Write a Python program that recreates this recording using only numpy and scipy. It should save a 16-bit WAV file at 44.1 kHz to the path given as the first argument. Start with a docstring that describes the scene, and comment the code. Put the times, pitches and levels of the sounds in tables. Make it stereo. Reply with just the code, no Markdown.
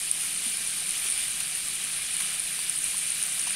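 """Butter sizzling in a pot

Butter melts in a hot, deep pot on a gas stove, heard from above by a hand-held phone's two microphones.
Thousands of tiny steam bubbles burst each second, and the air in the pot rings with their sizzle.
Some snap out of the hiss, ringing each microphone port at its own high pitch; larger ones plop.
Underneath, the flame and kitchen rumble and hum, and a few soft thuds come through the stove."""
import sys
import numpy as np
from scipy import signal
from scipy.fft import rfft, irfft
from scipy.io import wavfile

SR = 44100
rng = np.random.default_rng(int(sys.argv[2]) if len(sys.argv) > 2 else 0)


def materialize(psi):
    """Save the field psi as 16-bit PCM at rate SR to the path in sys.argv[1].

    A 1-D psi becomes a single channel; in a 2-D psi each row is a channel.
    """
    bounded = np.clip(np.atleast_2d(psi).T, -1, 1)
    quanta = np.round(bounded * 32767).astype(np.int16)
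    wavfile.write(sys.argv[1], SR, quanta)


N = 156555
CUTOFF_HZ = 15750


def from_db(db):
    """Decibels to gain."""
    return 10 ** (np.asarray(db) / 20)


def unit_rms(x):
    """Scale to an rms of 1."""
    return x / np.sqrt(np.mean(x ** 2) + 1e-20)


def at_hz(rows, hz):
    """Read a table's columns along a log-frequency axis."""
    table_hz, *columns = np.transpose(rows)
    return np.array([np.interp(np.log(np.maximum(hz, 1)), np.log(table_hz), c) for c in columns])


def drift(corner_hz):
    """A smooth random wobble with a spread of 1, mostly slower than corner_hz."""
    step, warm_up = 20, 2000
    pole = np.exp(-2 * np.pi * corner_hz * step / SR)
    noise = rng.standard_normal(N // step + warm_up + 2)
    slow = signal.lfilter([1], [1, -2 * pole, pole ** 2], noise)[warm_up:]
    return np.interp(np.arange(N) / step, np.arange(len(slow)), unit_rms(slow - slow.mean()))


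def equalise(x, curve):
    """Minimum-phase EQ from a curve with one dB column per channel."""
    size = 8192
    curve_db = at_hz(curve, np.arange(size // 2 + 1) * SR / size)
    cepstrum = irfft(curve_db * np.log(10) / 20, size)
    cepstrum[:, 1:size // 2] *= 2
    cepstrum[:, size // 2 + 1:] = 0
    impulse = irfft(np.exp(rfft(cepstrum)), size)
    return signal.fftconvolve(x, impulse, axes=-1)[:, :N]


# Bubble texture by pitch; hiss_share and the hiss's stereo_likeness run from 0 to 1:
# pitch_hz, bursts_per_s, size_spread_db, hiss_share, flicker_db, stereo_likeness
BUBBLE_GRAIN = [(630, 200, 2.5, 0.78, 1.05, .3), (1650, 300, 3.2, .64, 1, 0),
                (2555, 400, 3.6, 0.57, 0.9, .2), (4500, 1100, 2.5, .6, 1.2, .25),
                (6200, 1500, 2, 0.6, 1.4, .1), (9560, 1100, 3.2, 0.36, 1.2, .1),
                (13000, 2700, 1, 0.4, 1.5, .05)]
# Fader ride on the bubble bands below 5 kHz: time_s, lift_db
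BODY_RIDE = [(0, -0.5), (.5, 0), (1, 0.5), (1.5, .5), (2.2, 1.3), (2.7, 0.5), (2.95, -1), (3.05, 0.9),
             (3.2, -0.1), (3.55, 1)]


def bubbles(scatter_s=.0005, flicker_hz=19):
    """Steam bubbles burst at random; each size rings in its own fifth of an octave over smooth hiss."""
    out = np.zeros((2, N))
    edges_hz = 350 * 2 ** np.arange(0, 5.7, 1 / 5)
    white = rng.standard_normal((2, 2, N))
    lift_db = np.interp(np.arange(N) / SR, *np.transpose(BODY_RIDE))
    for k, (low_hz, high_hz) in enumerate(zip(edges_hz, edges_hz[1:])):
        per_s, spread_db, hiss_share, flicker_db, alike = at_hz(BUBBLE_GRAIN, np.sqrt(low_hz * high_hz))
        when, size, polarity, place = rng.random((16000, 4))[:int(per_s * N / SR)].T
        strength = from_db(spread_db * np.minimum(-np.log(size + 1e-9), 3.8)) * np.sign(polarity - .5)
        # Bursts lie all over the puddle, so either microphone may hear one first.
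        lag = (place - .5) * 2 * scatter_s * SR
        arrivals = np.clip([when * N + lag, when * N], 0, N - 1).astype(int)
        bursts = np.array([np.bincount(side, strength, N) for side in arrivals])
        left, other = white[k % 2]
        hiss = np.array([left, alike * left + np.sqrt(1 - alike ** 2) * other])
        mix = np.sqrt(1 - hiss_share) * unit_rms(bursts) + np.sqrt(hiss_share) * hiss
        band = signal.sosfilt(signal.butter(2, [low_hz, high_hz], "band", fs=SR, output="sos"), mix)
        out += band * from_db(flicker_db * drift(flicker_hz) + lift_db * (high_hz < 5000))
    return out


# Spits of droplets: start_s, length_s, boost_db, left_minus_right_db
SPATTER_CUES = [(.89, .012, 2, 2), (1.04, .03, 2, 3), (1.402, .012, 3.5, 4), (2.201, .009, 4, 5),
                (3.468, .016, 3, 4)]


def spatter_gain():
    """Each spatter of droplets briefly lifts the whole sizzle."""
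    t = np.arange(N) / SR
    gain = np.ones((2, N))
    for start_s, length_s, boost_db, pan_db in SPATTER_CUES:
        boost = from_db([boost_db + pan_db / 2, boost_db - pan_db / 2])
        gain += np.outer(boost - 1, (t > start_s) & (t < start_s + length_s))
    return gain


# How hard the butter fries and how the phone is turned: time_s, relative_level_db, leftward_lean_db
FRYING_RIDE = [(0, -30.5, -4), (.4, -31, -5.5), (.8, -31, -5.5), (1.1, -30, -5.5), (1.4, -31, -6),
               (1.8, -31.5, -6), (2.2, -31, -5), (2.6, -31, -5.5), (2.95, -30, -5.5), (3.25, -31, -7),
               (3.55, -31.5, -7.5)]


def frying_gain(surge_db=.55, surge_hz=6.3, neutral_lean_db=-6):
    """The frying swells slowly and surges quickly; the turning phone shifts the balance."""
    t = np.arange(N) / SR
    time_s, level_db, lean_db = np.transpose(FRYING_RIDE)
    vigour_db = np.interp(t, time_s, level_db) + surge_db * drift(surge_hz)
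    pan_db = np.interp(t, time_s, lean_db) - neutral_lean_db
    return from_db(vigour_db + np.outer([.5, -.5], pan_db))


# Relative tone of the sizzle, with a port peak high in each side: frequency_hz, left_db, right_db
SIZZLE_EQ = [(300, -45, -45), (550, -29, -28), (720, -24, -22), (900, -24, -26), (1300, -19.5, -14.5),
             (1580, -19, -14), (1750, -18.5, -11), (2050, -18, -10), (2400, -16.5, -7), (2700, -16.5, -7),
             (3000, -16, -7.5), (3600, -15, -8), (4100, -14.3, -9.3), (4500, -15.5, -10.6),
             (5200, -16.2, -10.8), (5550, -17.5, -13), (5800, -14.5, -11.5), (6200, -14, -12),
             (7200, -15, -11), (8000, -10, -7), (8600, -10, -1.5), (9000, -9, 3.5), (9400, -9, 4),
             (9800, -7, -2), (10400, -4, -7), (11000, -9, -11), (11400, -13, -13), (11700, -17, -16),
             (12400, -19.2, -18.5), (13500, -23, -22.3), (15000, -27, -26), (15700, -31, -31)]


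def sizzle(makeup_db=5):
    """The bubble bed rides the frying and spatters, coloured as each microphone hears it."""
    bed = bubbles() * frying_gain() * spatter_gain()
    eq_gains = from_db(at_hz(SIZZLE_EQ, np.linspace(0, CUTOFF_HZ, num=2000)))
    eq_rms = np.sqrt(np.mean(eq_gains ** 2))
    return from_db(makeup_db) * equalise(bed, SIZZLE_EQ) / eq_rms


# Air resonances of the pot: pitch_hz, width_hz, left_boost_db, right_boost_db
POT_MODES = [(665, 33, 0, 1), (722, 51, 3, 3.5), (1579, 7.7, 9.5, 9.5), (2386, 74, 7.5, 4.5),
             (2950, 54, 4, 3.5)]


def pot_ring(x):
    """The air in the pot lifts a few narrow pitches."""
    for pitch_hz, width_hz, left_db, right_db in POT_MODES:
        pole = np.exp(-np.pi * width_hz / SR)
        feedback = [1, -2 * pole * np.cos(2 * np.pi * pitch_hz / SR), pole ** 2]
        ring = signal.lfilter(np.array([1, 0, -1]) * (1 - pole ** 2) / 2, feedback, x)
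        x = x + (from_db([[left_db], [right_db]]) - 1) * ring
    return x


# Tone of the flame and kitchen: frequency_hz, relative_level_db
RUMBLE_EQ = [(20, -5), (60, -9.5), (78, -13.5), (100, -9), (135, -6.5), (210, -9.5), (350, -10.5),
             (600, -16.5), (1000, -26.5), (1500, -19.5), (4000, -75)]
# Stereo image of the rumble, from 0 (wide) to 1 (mono): frequency_hz, stereo_likeness
RUMBLE_IMAGE = [(40, 0.47), (160, 0.82), (300, 0.77), (600, 0.58), (1000, 0.1)]


def rumble(level_db=-55):
    """Flame and kitchen make a bed of low noise, largely alike in both microphones."""
    mid, side = rfft(rng.standard_normal((2, N)))
    alike = at_hz(RUMBLE_IMAGE, np.arange(N // 2 + 1) * SR / N)[0]
    noise = irfft(np.sqrt(1 + alike) * mid + np.sqrt(1 - alike) * side * [[1], [-1]], N)
    return from_db(level_db) * unit_rms(equalise(noise, [(hz, db, db) for hz, db in RUMBLE_EQ]))


# Low tones in the rumble: pitch_hz, pitch_spread_hz, level_db
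HUM_TONES = [(50, 3.58, -67), (162.1, 3.4, -64), (186.7, 3.95, -63.5), (225.3, 11.63, -71.5)]


def hums(waver_db=3, waver_hz=11):
    """Low, centred hums waver in level and pitch."""
    out = np.zeros(N)
    for pitch_hz, spread_hz, level_db in HUM_TONES:
        rms = from_db(level_db + waver_db * drift(waver_hz))
        cycles = np.cumsum(pitch_hz + spread_hz * drift(waver_hz)) / SR
        out += rms * np.sqrt(2) * np.sin(2 * np.pi * cycles)
    return out


def pings(cues, right_lag_s=.00021):
    """One brief tone per cue swells and fades; the longer path to the right delays its phase there."""
    out = np.zeros((2, N + SR))
    for (start_s, peak_db, pitch_hz, pan_db, rise_cycles), phase in zip(cues, rng.random(len(cues))):
        start = int(start_s * SR)
        cycles = np.arange(int(5 * rise_cycles / pitch_hz * SR)) * pitch_hz / SR
        age = cycles / rise_cycles  # 1 at the peak
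        envelope = (age * np.exp(1 - age)) ** 4
        for side, side_db in enumerate([min(pan_db, 0), min(-pan_db, 0)]):
            tone = np.sin(2 * np.pi * (cycles + phase - side * pitch_hz * right_lag_s))
            out[side, start:start + len(tone)] += from_db(peak_db + side_db) * envelope * tone
    return out[:, :N]


# Sharp treble snaps: start_s, peak_db, pitch_hz, left_minus_right_db, rise_cycles
SNAP_CUES = [(0.0787, -21, 10530, 11, 8), (0.1135, -1, 9140, -14, 8), (0.3089, -15, 9030, -20, 10),
             (0.3276, -15, 9320, -9, 7), (0.543, -15, 9250, -11, 13), (0.5702, -16, 10550, 2, 9),
             (0.5702, -13, 9400, -10, 13), (0.6738, -8, 9050, -20, 7), (0.6822, -19, 10620, 8, 13),
             (0.7363, -18, 10390, 20, 12), (0.8026, -14, 9150, -20, 9), (0.8912, -14, 9500, -6, 7),
             (0.8926, -11, 8980, -14, 6), (0.9074, -13, 9200, -3, 7), (0.9704, -14, 9220, -20, 5),
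             (1.0685, -20, 10530, 7, 13), (1.0862, -15, 9440, -18, 10), (1.0912, -15, 9020, -20, 7),
             (1.1007, -12, 9350, -20, 13), (1.1078, -15, 9190, -15, 13), (1.123, -20, 10410, 2, 9),
             (1.1234, -10, 9080, -14, 7), (1.1402, -14, 8850, -20, 7), (1.1767, -12, 9700, -11, 11),
             (1.2064, -15, 9410, -14, 6), (1.2809, -13, 9290, -20, 10), (1.4043, -17, 9300, -1, 7),
             (1.4806, -15, 8820, -20, 7), (1.5506, -13, 9180, -20, 13), (1.6838, -14, 9270, -20, 10),
             (1.7537, -14, 9310, -14, 7), (1.8492, -12, 8530, -12, 5), (2.141, -13, 8960, -20, 9),
             (2.1671, -8, 9230, -14, 7), (2.2084, -13, 10070, 7, 7), (2.3967, -10, 9250, -20, 9),
             (2.4005, -11, 9530, -14, 10), (2.5105, -14, 9050, -20, 6), (2.5641, -15, 9510, -14, 7),
             (2.6958, -8, 9100, -13, 13), (2.7612, -11, 8870, -19, 8), (2.7868, -13, 8980, -11, 12),
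             (2.82, -14, 9250, -16, 7), (2.8416, -7, 8910, -20, 7), (2.9685, -13, 9520, -16, 9),
             (2.9786, -15, 9490, -17, 13), (2.9982, -14, 9410, -13, 8), (3.0387, -15, 9330, -11, 11),
             (3.0755, -14, 9250, -20, 13), (3.1029, -12, 9280, -15, 13), (3.1195, -10, 9030, -20, 9),
             (3.2269, -8, 9050, -20, 9), (3.2366, -11, 9120, -20, 9), (3.337, -13, 9540, -20, 7),
             (3.3509, -15, 9290, -20, 9), (3.3931, -15, 9100, -8, 6), (3.3952, -11, 8990, -14, 6),
             (3.4137, -12, 9040, -13, 7), (3.4373, -14, 8760, -9, 13), (3.4693, -15, 8860, -11, 6),
             (3.5066, -14, 9210, -14, 13)]


def snaps(crack_db=-12, low_cut_hz=5000):
    """A bubble's skin bursts with a bright crack, then the nearer microphone port rings up."""
    clicks = np.zeros((2, N))
    for start_s, peak_db, pitch_hz, pan_db, rise_cycles in SNAP_CUES:
        mid_rise_s = start_s + rise_cycles / pitch_hz / 2
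        sides_db = np.minimum([pan_db / 2, -pan_db / 2], 0)
        clicks[:, int(mid_rise_s * SR)] += from_db(peak_db + crack_db + sides_db)
    low_cut = signal.butter(2, low_cut_hz, "high", fs=SR, output="sos")
    cracks = signal.sosfilt(low_cut, clicks + 1e-18)
    return cracks + pings(SNAP_CUES)


# Round plops: start_s, peak_db, pitch_hz, left_minus_right_db, rise_cycles
PLOP_CUES = [(.456, -46, 900, 0, 4), (.817, -43, 740, -9, 4.5), (1.339, -36, 1240, -8, 2.2),
             (1.99, -35, 1140, -3, 2.5), (2.2015, -30, 1500, 0, 2.5), (2.203, -28, 3400, 3, 7),
             (2.205, -28, 1650, 0, 3), (2.207, -39, 1080, -3, 5), (2.209, -24, 2050, -6, 5),
             (2.246, -34, 1300, 1, 2), (2.332, -25, 2650, 4, 3.6), (2.408, -30, 2140, -1, 2),
             (2.588, -36, 1020, 2, 3.1), (2.943, -36, 1010, 0, 2.6), (3.3945, -19, 5800, -2, 5),
             (3.468, -34, 1000, 0, 3), (3.471, -41, 745, 1, 5), (3.473, -36, 1000, 0, 3),
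             (3.505, -23.5, 2320, -16, 3.4)]


def plops():
    """Larger bubbles ring lower, for just a few cycles."""
    return pings(PLOP_CUES)


# Soft, low thuds: start_s, gain_db, settled_pitch_hz, decay_s
THUD_CUES = [(.459, -38, 222, .022), (.496, -44, 180, .007), (1.053, -38, 330, .007),
             (2.192, -45, 170, .008), (2.234, -43, 170, .006)]


def thuds(rise_s=.004, sharp_share=.45, settle_s=.005):
    """Each thud through the stove starts sharp, drops to its pitch and dies away, dead centre."""
    out = np.zeros(N + SR)
    t = np.arange(SR // 5) / SR
    for start_s, gain_db, pitch_hz, decay_s in THUD_CUES:
        start = int(start_s * SR)
        cycles = pitch_hz * (t + sharp_share * settle_s * (1 - np.exp(-t / settle_s)))
        envelope = (1 - np.exp(-t / rise_s)) * np.exp(-t / decay_s)
        out[start:start + len(t)] += from_db(gain_db) * envelope * np.sin(2 * np.pi * cycles)
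    return out[:N]


def scene():
    """Sizzle in the pot, snaps and plops on top, the stove and kitchen below."""
    return pot_ring(sizzle()) + snaps() + plops() + thuds() + rumble() + hums()


def record(dry):
    """A steep high cut takes off the very top."""
    return signal.sosfilt(signal.ellip(14, .5, 85, CUTOFF_HZ - 50, fs=SR, output="sos"), dry)


dry = scene()
out = record(dry)
materialize(out)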